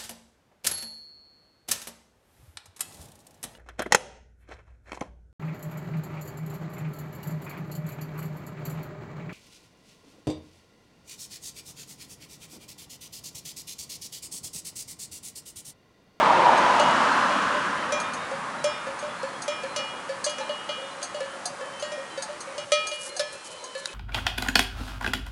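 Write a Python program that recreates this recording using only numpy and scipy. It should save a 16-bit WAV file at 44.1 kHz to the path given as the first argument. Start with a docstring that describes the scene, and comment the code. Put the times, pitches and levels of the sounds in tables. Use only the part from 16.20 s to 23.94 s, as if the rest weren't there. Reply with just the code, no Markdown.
"""Sheep graze in an open field. From the start a passing car recedes, its tyre roar and exhaust drone
fading, while clappers excite the wall and cavity modes of three near sheet-metal bells, which clank and
clink as their wearers tug at the grass. Single blades tick, and other bells answer from farther off.
At 6.45 s the scene changes abruptly to a quieter spot among the flock, without the car. There the bells
go on, grass tears, far bells jingle and stalks snap, one snap followed by a brief tinny chirp."""
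import sys
import numpy as np
from scipy import signal
from scipy.io import wavfile
from scipy.ndimage import uniform_filter1d

SR = 44100
rng = np.random.default_rng(int(sys.argv[2]) if len(sys.argv) > 2 else 0)


def digitize_waveform(pressure):
    """Quantize a signal to 16-bit integers and store it at the path in sys.argv[1].

    Rows of a 2-D input are taken as channels; values are limited to [-1, 1].
    """
    field = np.atleast_2d(pressure).T
    bounded = np.clip(field, -1, 1)
    quanta = np.round(bounded * 32767).astype(np.int16)
    wavfile.write(sys.argv[1], SR, quanta)


N = 341334
TIME = np.arange(N) / SR

# modes of the nearest, the deeper and the small bell, the air cavity first and then the wall:
# (frequency [Hz], relative level [dB], t60 [s])
NEAR_MODES = [(597, 0, 0.2), (1276, 0, 0.9), (1873, -7, 0.45), (2083, -4, 0.22), (2412, 0, 0.85),
              (2896, 0, 0.88), (3144, -7, 0.35), (3289, 0, 0.6), (3402, -3, 0.35), (3822, -5, 0.3),
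              (3865, -4, 0.3), (4215, -1, 0.16), (4457, 0, 0.38), (4770, -5, 0.25), (4834, -5, 0.2),
              (5313, -6, 0.48), (5553, -13, 0.2), (5895, 0, 0.16), (6148, -8, 0.2), (6285, -2, 0.2),
              (6401, -3, 0.15), (6495, -5, 0.18), (7095, -4, 0.24), (7149, 0, 0.1), (7811, -14, 0.2),
              (8258, -6, 0.14), (8812, -13, 0.18), (9190, -10, 0.15), (9590, -14, 0.15)]
DEEP_MODES = [(548, 0, 0.24), (1728, 0, 0.5), (2288, -1, 0.4), (2640, 0, 0.3), (2998, -7, 0.5),
              (3187, -5, 0.6), (3805, 0, 0.3), (4231, -1, 0.35), (4630, -4, 0.25), (4834, -8, 0.3),
              (5420, -7, 0.2), (6470, -9, 0.15), (7289, -14, 0.2)]
SMALL_MODES = [(715, 2, 0.2), (1675, 0, 0.15), (3580, -13, 0.13), (4145, -3, 0.08), (4371, -5, 0.13),
               (4587, -7, 0.12), (4845, -2, 0.13), (5087, -18, 0.13), (5553, -12, 0.13), (5690, -15, 0.13),
               (5927, -7, 0.13), (6110, -12, 0.13), (6293, -7, 0.13), (6465, 0, 0.13), (6503, -2, 0.09),
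               (6756, -5, 0.11), (6901, -13, 0.12), (7300, -15, 0.11), (7811, -13, 0.13), (8030, -15, 0.1),
               (8258, -2, 0.11), (8550, -11, 0.1), (8812, -10, 0.13), (9080, -11, 0.09), (9475, -11, 0.1),
               (9735, -3, 0.09), (10270, -12, 0.07), (10580, -12, 0.06)]
# clapper blows: (time [s], force [dB], wall against cavity [dB]);
# the nearest bell's also have (softness [dB/octave], place on the rim [0-1])
NEAR_STRIKES = [(0.597, -16, -14, 1.5, 1), (1.102, -23, -9, 17, 0.33), (1.34, -23.5, -12.5, 23, 0.5),
                (1.722, -17.5, -11, 3.5, 0.07), (2.442, -14, -16.5, 1.5, 0.28), (2.825, -24, -20, 5, 0.5),
                (3.2795, -19, -14, 3.5, .3), (3.32, -40.5, 9, 22, .05), (3.562, -25.5, -6.5, 0.5, 0.56),
                (3.59, -31, -5.5, 17, 0.47), (4.064, -19, -14.5, 4, 0.66), (4.183, -34, -1, 5.5, 0),
                (4.293, -20, -13.5, 11, 1), (4.491, -25.5, -6, 10.5, 0.7), (4.817, -31, -12, 4, 0.5),
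                (4.9448, -24, -15.5, 4, 1), (5.6237, -21.5, -16, 1.5, 0.8), (5.718, -26, -16.5, 2, 0.26),
                (6.088, -28.5, -18, 16, .36), (6.38, -23.5, -14.5, 3, 0.6), (6.519, -11, -11, 4, 0.38),
                (6.715, -27.5, -7.5, 4.5, 0.72), (6.995, -18, -19, 0.5, 0.3)]
DEEP_STRIKES = [(1.696, -27, -27), (2.112, -23, -16.5), (2.668, -25.5, -16), (3.03, -20, -18.5),
                (3.434, -23, -16), (3.589, -28.5, -15), (3.892, -21, -16.5), (4.183, -27.5, -15),
                (4.207, -30, -14), (4.579, -29, -27), (4.617, -31.5, -25), (5.0053, -20.5, -14.5),
                (5.135, -33, -28), (5.409, -25, -16.5), (5.774, -26.5, -35), (5.975, -21.5, -17.5),
                (6.273, -30.5, -19), (6.347, -32, -27), (6.998, -29.5, -5), (7.551, -25.5, -12)]
SMALL_STRIKES = [(0.375, -33, -7.5), (1.8, -43, 5), (1.935, -42, 1.5), (2.79, -47.5, 3), (3.22, -41.5, 4.5),
                 (4.0423, -48.5, 21), (4.095, -49, 10), (4.828, -39, 4.5), (5.2556, -31, 0),
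                 (5.597, -47.5, 3), (5.978, -51, 2), (6.022, -39, 4.5), (6.205, -55.5, 15),
                 (6.669, -47, 12.5), (6.965, -36.5, 0), (7.44, -51, 8.5)]
# coupling of each clapper to its bell's wall: (frequency [Hz], gain [dB])
NEAR_COUPLING = [(1280, -4.5), (1900, -6.5), (2400, -3.5), (2900, 0.5), (3150, -5.5), (3850, -7),
                 (4450, -4), (5400, -0.5), (6300, -5), (9000, -3.5)]
DEEP_COUPLING = [(1730, 0), (2300, -9), (7000, -14.5)]
SMALL_COUPLING = [(1700, -5.5), (4000, 0), (6500, 1), (9000, -0.5)]
# where each group of the nearest bell's modes rings best: (upper frequency [Hz], place on the rim [0-1])
RIM_ANTINODES = [(2200, .3), (2600, 0), (3000, 1), (4000, .45), (5000, .95), (6000, .1), (12000, .5)]
# pings by name: far bells, except "tinny", a brief chirp just after a stalk snap:
# (frequency [Hz], relative level [dB], t60 [s])
PING_PARTIALS = {"clear": [(3087, 0, .65)], "thin": [(4178, 0, .8)], "dull": [(865, 0, .22),
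                 (4090, -17, .41)], "long": [(1875, 0, 1)], "hollow": [(1032, 0, .22)],
                 "tinny": [(2470, -2, .05), (2570, 0, .05), (2700, -5, .04)]}
# when each ping sounds: (time [s], ping [name], level [dB])
PINGS = [(0.915, "thin", -40), (1.571, "clear", -40.5), (2.99, "thin", -48), (3.3, "clear", -44),
         (3.64, "dull", -34), (4.205, "dull", -25), (4.48, "dull", -33), (4.491, "clear", -41),
         (5.077, "clear", -46), (5.409, "long", -53), (5.409, "clear", -44.5), (5.53, "clear", -40.5),
         (5.625, "long", -42.5), (5.899, "clear", -42.5), (6.03, "dull", -31.5), (6.892, "thin", -38.5),
         (7.31, "clear", -45), (7.439, "hollow", -34.5), (7.683, "tinny", -31)]
# far bells that jingle at the second spot: (frequency [Hz])
JINGLE_PARTIALS = [2998, 3087, 4090, 4180]
# mouthfuls of grass tearing: (time [s], duration [s], level [dB], centre frequency [Hz])
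GRASS_TEARS = [(6.723, 0.051, -47, 9000), (6.777, 0.14, -41.5, 8200), (7.117, 0.048, -47, 7800),
               (7.234, 0.06, -45.5, 6530), (7.297, 0.046, -48.5, 6960), (7.571, 0.045, -47, 7000),
               (7.668, 0.012, -45, 8450)]
# dry snaps, as of stalks: (time [s], peak level [dB], t60 [s])
STALK_SNAPS = [(6.9948, -15.5, 0.087), (7.257, -35, .012), (7.657, -14.5, 0.014), (7.731, -31, 0.0055)]
# resonances of a snap: (frequency [Hz], bandwidth [Hz], relative level [dB])
SNAP_RESONANCES = [(1550, 730, 3.5), (4000, 940, 10), (4900, 450, -2), (9500, 1600, -8)]
# tyre roar when close, drawing off and distant: (frequency [Hz], relative spectral density [dB])
CLOSE_SPECTRUM = [(24, -68), (40, -55), (60, -32), (164, -17), (198, -17.5), (382, -11.5), (419, -17.5),
                  (531, -8), (773, -4.5), (933, 2.5), (1420, -13), (3170, -22.5), (6560, -37.5),
                  (9330, -44.5), (11000, -60), (14300, -83), (22000, -120)]
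LEAVING_SPECTRUM = [(24, -61), (40, -61), (95, -28), (184, -11.5), (256, -7), (391, -18), (583, -7),
                    (755, -13.5), (1000, -1), (1640, -6), (2170, -16.5), (2950, -17.5), (3730, -23.5),
                    (6870, -30), (11000, -42.5), (14300, -87), (22000, -120)]
DISTANT_SPECTRUM = [(40, -39), (66, -16.5), (85, -19.5), (140, -9), (220, -3.5), (310, -7.5), (410, -10.5),
                    (600, -7.5), (850, -1.5), (1150, 1), (1600, -4), (2200, -10.5), (4000, -22.5),
                    (11000, -47)]
# when each of those three spectra holds: (time [s])
ROAR_TIMES = [0.21, 1.16, 2.65]
# exhaust tones: (frequency [Hz], level relative to CAR_DB [dB])
EXHAUST_TONES = [(66, -35), (193, -27)]
# the air over the field: (frequency [Hz], relative spectral density [dB])
AIR_SPECTRUM = [(24, -60), (40, -22), (176, -10), (288, -10), (373, -3), (419, -9), (569, 7), (671, -7),
                (1000, -2), (2750, -11), (4200, -13), (8900, -15.5), (11000, -21), (14300, -115),
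                (22000, -120)]

SCENE_CHANGE_S, JINGLE_FROM_S = 6.45, 7.05
WALL_RISE_S, SOFT_ABOVE_HZ = 0.00035, 2900
KNOCK_SHORTENING = 1.11  # shortens the cavity's hollow knock, so that it stays brief under the chatter
BOUNCE_DB, CHATTER_DB, CHATTER_GAP_S = -7.5, -13, (0.0168, 0.02136)
# the car is nearest at PASS_S and covers that distance again every CROSS_S; CAR_DB is its base gain
PASS_S, CROSS_S, CAR_DB = 0.05, 0.88, -18.5
SCREEN_DB, SCREEN_S, SCREEN_WIDTH_S = 10, 1.534, 0.29  # loss behind the land: depth, midpoint, spread


def bell(modes, coupling, strikes, swell_s, sag, tick_db, spread_db):
    """Modal superposition: a blow rings the wall at once; the cavity swells and settles onto its pitch."""
    hz, db, t60 = np.transpose(modes)
    coupling_hz, coupling_db = np.transpose(coupling)
    t = np.arange(SR) / SR
    drive = gain_of(np.interp(np.log(hz), np.log(coupling_hz), coupling_db))
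    envelopes = gain_of(db)[:, None] * decay(t, t60[:, None]) * (1 - np.exp(-t / WALL_RISE_S))
    rings = envelopes * np.sin(2 * np.pi * hz[:, None] * t)
    swell = gain_of(db[0]) * decay(t, t60[0] / KNOCK_SHORTENING) * (1 - np.exp(-t / swell_s))
    early, late = np.zeros((2, N))
    for s, force_db, wall_db, *manner in strikes:
        weights = gain_of(force_db + wall_db) * drive * excitation(hz, *manner)
        # no two blows land on the same spot, which the high modes feel most
        spot = gain_of(spread_db * hz / 6000 * rng.standard_normal(len(hz)))
        spot *= rng.choice([-1, 1], len(hz))
        wall = (weights * spot)[1:] @ rings[1:]
        cavity_hz = hz[0] * (1 - sag * rng.uniform(0.48, 2.14) * np.exp(-t / 0.013))
        cavity = gain_of(force_db) * swell * oscillator(cavity_hz)
        # the contact is a short tick that scales with the drive of the highest mode
        tick = gain_of(tick_db) * weights[-1] * decay(t, t60=0.04) * rng.standard_normal(len(t))
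        knock = cavity + resonator(tick, hz=4700, width_hz=5300)
        mix = early if s < SCENE_CHANGE_S else late
        add(mix, s, wall + knock)
        # the clapper bounces, stirring the treble once, then chatters twice, weaker each time
        add(mix, s + rng.uniform(0.0056, 0.019), gain_of(BOUNCE_DB) * bass_cut(wall, hz=5000))
        for k, delay in enumerate(np.cumsum(rng.uniform(*CHATTER_GAP_S, size=2))):
            add(mix, s + delay, gain_of(CHATTER_DB) / (k + 1) * knock)
    return early * before_change() + late


def excitation(hz, softness_db=0, place=None):
    """Impact excitation: a soft blow loses treble, and a mode rings best when struck at its antinode."""
    share = gain_of(-softness_db * np.maximum(np.log2(hz / SOFT_ABOVE_HZ), 0))
    if place is None:
        return share
    upper_hz, antinodes = np.transpose(RIM_ANTINODES)
    return share * np.cos(np.pi / 2 * (place - antinodes[np.searchsorted(upper_hz, hz)]))


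def flock(faint_count, faint_db, faint_t60, echo_db):
    """Multipath propagation: echoes blur far bells, a sprinkling of fainter ones and one tinny chirp."""
    out = jingle(count=12, loudest_db=-47.5, t60=0.99)
    for s, name, level_db in PINGS:
        for hz, db, t60 in PING_PARTIALS[name]:
            add(out, s, ping(hz, level_db + db, t60))
    for when, pitch, weakness in rng.random((faint_count, 3)):
        add(out, when * N / SR, ping(1500 + 3300 * pitch, faint_db - 10 * weakness, faint_t60))
    return out + gain_of(echo_db) * echoes(out, t60=0.6)


def jingle(count, loudest_db, t60):
    """Superposition: far bells tapped softly in turn run together, as each decay outlasts the gap."""
    out = np.zeros(N)
    for k, (when, weakness) in enumerate(rng.random((count, 2))):
        s = JINGLE_FROM_S + (k + when) / count * (N / SR - JINGLE_FROM_S)
        hz = JINGLE_PARTIALS[-1 - k % len(JINGLE_PARTIALS)]
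        add(out, s, ping(hz, loudest_db - 6 * weakness, t60))
    return out


def ping(hz, db, t60):
    """Damped free vibration: one partial with a blurred attack."""
    t = np.arange(SR) / SR
    return gain_of(db) * decay(t, t60) * (1 - np.exp(-t / .005)) * np.sin(2 * np.pi * hz * t)


def grass(fibres_per_s, width_hz, nibbles_per_s, nibble_db):
    """Fracture noise: single blades tick, a tear is a swarm of breaking fibres, a snap is one crack."""
    t = np.arange(SR // 10) / SR
    blades = (rng.random(N) < nibbles_per_s / SR) * rng.uniform(0.19, 1, N)
    ticks = signal.oaconvolve(blades, decay(t, t60=0.0044))[:N] * rng.standard_normal(N)
    out = gain_of(nibble_db) * resonator(ticks, hz=8000, width_hz=5300)
    for s, length_s, db, hz in GRASS_TEARS:
        n = int(length_s * SR)
        fibres = rng.standard_normal(n) * (0.085 + (rng.random(n) < fibres_per_s / SR))
        tear = resonator(resonator(fibres, hz, width_hz), hz, width_hz)
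        add(out, s, gain_of(db) * unit_rms(tear * signal.windows.tukey(n, .5)))
    for s, db, t60 in STALK_SNAPS:
        crack = rng.standard_normal(len(t)) * decay(t, t60)
        snap = sum(gain_of(level) * resonator(crack, hz, width) for hz, width, level in SNAP_RESONANCES)
        add(out, s, gain_of(db) * snap / abs(snap).max())
    return out


def echoes(x, t60):
    """Scattering: the ground, the flock and the farm buildings return short, sparse reflections."""
    t = np.arange(SR // 2) / SR
    taps = rng.standard_normal(len(t)) * (rng.random(len(t)) < 1500 / SR)
    taps *= decay(t, t60) * (t > .004)
    return signal.fftconvolve(x, taps / np.linalg.norm(taps))[:N]


def car(close_db, leaving_db, distant_db, waver):
    """Ground effect: with distance, grass absorbs the tyre roar's lower middle; the exhaust drones on."""
    stages = [(CLOSE_SPECTRUM, close_db), (LEAVING_SPECTRUM, leaving_db), (DISTANT_SPECTRUM, distant_db)]
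    out = np.zeros(N)
    for (spectrum, db), share in zip(stages, np.eye(3)):
        crossfade = np.sqrt(np.interp(TIME, ROAR_TIMES, share))
        out += crossfade * gain_of(db) * air_noise(spectrum, patchy_db=1.94)
    for hz, db in EXHAUST_TONES:
        drift = unit_rms(uniform_filter1d(rng.standard_normal(N), size=3000))
        out += gain_of(db) * oscillator(hz * (1 + waver * drift))
    return out * receding() * before_change()


def receding():
    """Spherical spreading: the car's amplitude falls as 1 / distance, and the land screens it."""
    distance = np.hypot(1, (TIME - PASS_S) / CROSS_S)
    screened = 1 / (1 + np.exp((SCREEN_S - TIME) / SCREEN_WIDTH_S))
    return gain_of(CAR_DB - SCREEN_DB * screened) / distance


def air_noise(spectrum, patchy_db):
    """Spectrally shaped noise at rms 1: slow modulation stirs its low end while the hiss stays even."""
    hz = np.fft.rfftfreq(2048, 1 / SR)
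    spectrum_hz, spectrum_db = np.transpose(spectrum)
    real, imag, patches = rng.standard_normal((3, N // 512 + 5, len(hz)))
    patches = uniform_filter1d(patches, size=8, axis=0)  # smooth in time
    patches = unit_rms(uniform_filter1d(patches, size=7, axis=1))  # and in frequency
    steady_db = np.interp(np.log(hz + 1), np.log(spectrum_hz), spectrum_db)
    stir_db = patchy_db * patches / (1 + (hz / 2000) ** 2)
    frames = (real + 1j * imag) * gain_of(steady_db + stir_db)
    return unit_rms(signal.istft(frames.T, nperseg=2048, noverlap=1536)[1][:N])


def before_change():
    """A gate: 1 until the scene changes, then 0."""
    return np.clip((SCENE_CHANGE_S - TIME) / .004, 0, 1)


def oscillator(hz):
    """A sine whose phase is the integral of its frequency."""
    return np.sin(2 * np.pi * np.cumsum(hz) / SR)


def resonator(x, hz, width_hz):
    """Second-order resonance."""
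    return signal.lfilter(*signal.iirpeak(hz, hz / width_hz, SR), x)


def bass_cut(x, hz):
    """Second-order high-pass."""
    return signal.sosfilt(signal.butter(2, hz, "highpass", fs=SR, output="sos"), x)


def decay(t, t60):
    """Exponential decay, 60 dB down after t60."""
    return np.exp(-np.log(1000) * t / t60)


def gain_of(db):
    """Decibels to amplitude."""
    return 10 ** (np.asarray(db) / 20)


def unit_rms(x):
    """Normalisation to rms 1."""
    return x / np.sqrt(np.mean(x ** 2) + 1e-20)


def add(mix, s, sound):
    """Superposes a sound on the mix at time s."""
    part = mix[max(round(s * SR), 0):][:len(sound)]
    part += sound[:len(part)]


def scene():
    """Linear superposition of bells, grazing and their echoes over the car and the open air."""
    near = bell(NEAR_MODES, NEAR_COUPLING, NEAR_STRIKES,
                swell_s=0.0019, sag=0.019, tick_db=16, spread_db=2.5)
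    deep = bell(DEEP_MODES, DEEP_COUPLING, DEEP_STRIKES,
                swell_s=0.0027, sag=0.034, tick_db=18, spread_db=7)
    small = bell(SMALL_MODES, SMALL_COUPLING, SMALL_STRIKES,
                 swell_s=0.0014, sag=-0.035, tick_db=1.5, spread_db=1.5)
    pings = flock(faint_count=60, faint_db=-43.5, faint_t60=0.41, echo_db=-3.5)
    grazing = grass(fibres_per_s=2200, width_hz=8700, nibbles_per_s=12, nibble_db=-35.5)
    # sources this small radiate almost no bass
    sheep = bass_cut(bass_cut(near + deep + small + pings + grazing, hz=335), hz=335)
    field = gain_of(-43) * air_noise(AIR_SPECTRUM, patchy_db=3.5)
    road = car(close_db=1.5, leaving_db=1.5, distant_db=2.5, waver=0.0095)
    return (sheep + gain_of(-17.5) * echoes(sheep, t60=1.0) + field + road)[None]


def record(dry):
    """Band limiting: a gentle bass cut and a steep treble cut."""
    low_pass = signal.firwin(901, cutoff=11150, window=("kaiser", 9), fs=SR)
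    return signal.oaconvolve(bass_cut(dry, hz=42), low_pass[None], "same")


dry = scene()
out = record(dry)
digitize_waveform(out)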